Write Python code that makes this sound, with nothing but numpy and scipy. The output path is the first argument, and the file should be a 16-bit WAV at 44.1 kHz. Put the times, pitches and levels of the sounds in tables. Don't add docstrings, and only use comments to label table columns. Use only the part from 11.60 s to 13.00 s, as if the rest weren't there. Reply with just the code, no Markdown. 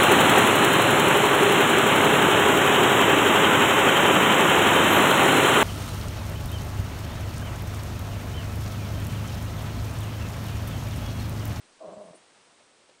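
import sys
import numpy as np
from scipy import signal
from scipy.fft import rfft, irfft
from scipy.io import wavfile
from scipy.ndimage import uniform_filter1d

SR = 44100
rng = np.random.default_rng(int(sys.argv[2]) if len(sys.argv) > 2 else 0)


def dump_mix(stems):
    frames = np.atleast_2d(stems).T
    limited = np.clip(frames, -1, 1)
    pcm = np.round(limited * 32767).astype(np.int16)
    wavfile.write(sys.argv[1], SR, pcm)


N = 61739
TIME = np.arange(N) / SR

# frequency_hz, relative_db
HISS_COLOUR = [(25, -20), (70, -9), (150, -4), (330, 2.5), (650, 1.5), (1000, 0), (1800, -2.5),
               (3600, -4.5), (5500, -7), (7500, -9), (8200, -5.5), (8900, -10), (10000, -11.5)]
# frequency_hz, relative_db
SHUFFLE_COLOUR = [(60, -25), (170, -12), (350, -4), (600, 4.5), (1200, -12), (4000, -11.5), (10000, -27)]
# start_s, decay_s, gain_db
SHUFFLES = [(.985, 0.023, -55), (1.19, 0.055, -63), (1.288, 0.012, -49.5)]
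# middle_s, half_length_s, centre_hz, width_hz, level_db
NOSE_PUFFS = [(0.338, 0.011, 7770, 605, -66), (0.447, 0.045, 9300, 1460, -68.5),
              (0.557, 0.0086, 8700, 910, -59.5), (0.568, 0.0095, 9580, 676, -62)]
# time_s, pitch_hz
FOLD_PITCH = [(.201, 331.7), (.222, 305), (.243, 212), (.262, 193.2), (.285, 162), (.33, 197.7),
              (.37, 204.5), (.425, 203.7), (.47, 179), (.52, 163.2), (.545, 181.8), (.6, 167)]
# time_s, relative_db
VOICE_EFFORT = [(.198, -18), (.206, -3.5), (.235, 3), (.3, 1), (.37, -2), (.43, -2), (.49, -3.5),
                (.53, -6.5), (.562, -16), (.595, -24.5)]
# middle_s, boost_db
VOICE_SURGES = [(.219, 7), (.249, 7), (.294, 9), (.336, 10), (.372, 10), (.415, 4), (.483, 5)]
# centre_hz, width_hz, relative_db, surge_share (0 to 1)
THROAT_RINGS = [(328, 39, -9.5, 0.03), (462, 160, -11, 0.1), (553.5, 155, -3.5, 0.55),
                (615.1, 69, 1.5, 0.71), (1028, 177, -12.5, 0.17)]
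# time_s, level_db
CHEST_HUM = [(.2, -79), (.232, -73.5), (.252, -50.5), (.3, -61), (.36, -51.5), (.41, -55), (.47, -59.5),
             (.515, -56), (.535, -83), (.58, -91)]


def undb(db):
    return 10 ** (np.asarray(db) / 20)


def unit(x):
    return x / np.sqrt(np.mean(x ** 2))


def curve(table):
    return np.interp(TIME, *np.array(table).T)


def bump(middle_s, half_length_s):
    return np.exp(-.5 * ((TIME - middle_s) / half_length_s) ** 2)


def resonate(x, centre_hz, width_hz):
    b, a = signal.iirpeak(centre_hz, centre_hz / width_hz, fs=SR)
    return signal.lfilter(b, a, signal.lfilter(b, a, x))


def noise(colour):
    hz, db = np.array(colour).T
    freqs = np.maximum(np.arange(N // 2 + 1) * SR / N, 1)
    gains = undb(np.interp(np.log(freqs), np.log(hz), db))
    return unit(irfft(rfft(rng.standard_normal(N)) * gains, N))


def drift(rate_hz):
    hold = int(SR / rate_hz)
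    steps = np.repeat(rng.standard_normal(N // hold + 1), hold)
    return unit(uniform_filter1d(steps, hold)[:N])


def background(hiss_db=-59, whine_db=-77, whine_hz=8122):
    hiss = noise(HISS_COLOUR) * undb(hiss_db + .82 * drift(rate_hz=3.1))
    whine = np.sqrt(2) * np.sin(2 * np.pi * whine_hz * TIME)
    return hiss + whine * undb(whine_db + 1.5 * drift(rate_hz=20))


def shuffles(rise_s=.0039):
    level = 0
    for start_s, decay_s, db in SHUFFLES:
        age = np.maximum(TIME - start_s, 0)
        level += undb(db) * (1 - np.exp(-age / rise_s)) * np.exp(-age / decay_s)
    return level * noise(SHUFFLE_COLOUR)


def room(x, gap_s=.018, fade_s=.33, echo_db=-12):
    tail = rng.standard_normal(N) * (TIME > gap_s) * undb(-60 * TIME / fade_s)
    return x + undb(echo_db) * signal.fftconvolve(x, tail / np.linalg.norm(tail))[:N]


def nose():
    return sum(undb(db) * bump(middle_s, half_s) * unit(resonate(rng.standard_normal(N), hz, width_hz))
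               for middle_s, half_s, hz, width_hz, db in NOSE_PUFFS)


def vocal_folds(jitter_cycles=.07, shimmer_db=3):
    start_s, end_s = FOLD_PITCH[0][0], FOLD_PITCH[-1][0]
    even_cycles = np.cumsum(curve(FOLD_PITCH) * (TIME > start_s)) / SR
    beats = np.arange(int(np.interp(end_s, TIME, even_cycles)))
    timing, strength = rng.standard_normal((N // 100, 2))[beats].T
    at = np.searchsorted(even_cycles, beats + .5 + jitter_cycles * timing)
    creak = curve([(.38, .25), (.46, .7)])
    pulses = np.zeros(N)
    pulses[at] = undb(shimmer_db * strength) * (1 - creak[at] * (beats % 2))
    return pulses, np.interp(np.arange(N), at, beats)


def throat(pulses, cycles, surge_db, rasp_db=-17, voice_db=-45, band_hz=(69.6, 1650)):
    voiced = (cycles > 0) & (cycles < cycles[-1])
    rasp = voiced * np.exp(-(cycles % 1) / .13) * rng.standard_normal(N)
    buzz = (unit(pulses) + undb(rasp_db) * unit(rasp)) * undb(curve(VOICE_EFFORT))
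    voice = sum(undb(db) * resonate(buzz * undb(share * surge_db), hz, width_hz)
                for hz, width_hz, db, share in THROAT_RINGS)
    voice = signal.sosfilt(signal.butter(2, band_hz, "band", fs=SR, output="sos"), voice)
    return voice * undb(voice_db) / np.std(voice[voiced])


def hums(cycles, slack_db, octave_db=-10, waver_db=3.5, closing_db=-55):
    octave = np.cos(2 * np.pi * 2 * cycles)
    tone = np.sin(2 * np.pi * cycles) + undb(octave_db) * octave
    roughness = 1 + .18 * np.sin(np.pi * cycles)
    chest_db = curve(CHEST_HUM) + .6 * slack_db + waver_db * drift(rate_hz=150)
    closing = octave * undb(closing_db) * bump(middle_s=.549, half_length_s=.008)
    return np.sqrt(2) * (tone * roughness * undb(chest_db) + closing)


def grumble(slack_delay_s=.0155, dip_db=-12):
    pulses, cycles = vocal_folds()
    slack_db = dip_db * sum(bump(at + slack_delay_s, half_length_s=.005) for at, _ in VOICE_SURGES)
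    surge_db = slack_db + sum(db * bump(at, half_length_s=.004) for at, db in VOICE_SURGES)
    return throat(pulses, cycles, surge_db) + hums(cycles, slack_db)


def scene():
    return (room(grumble() + nose()) + shuffles() + background())[None]


def record(dry):
    top_hz = 10000
    return signal.sosfilt(signal.ellip(10, .2, 60, top_hz, fs=SR, output="sos"), dry)


dry = scene()
out = record(dry)
dump_mix(out)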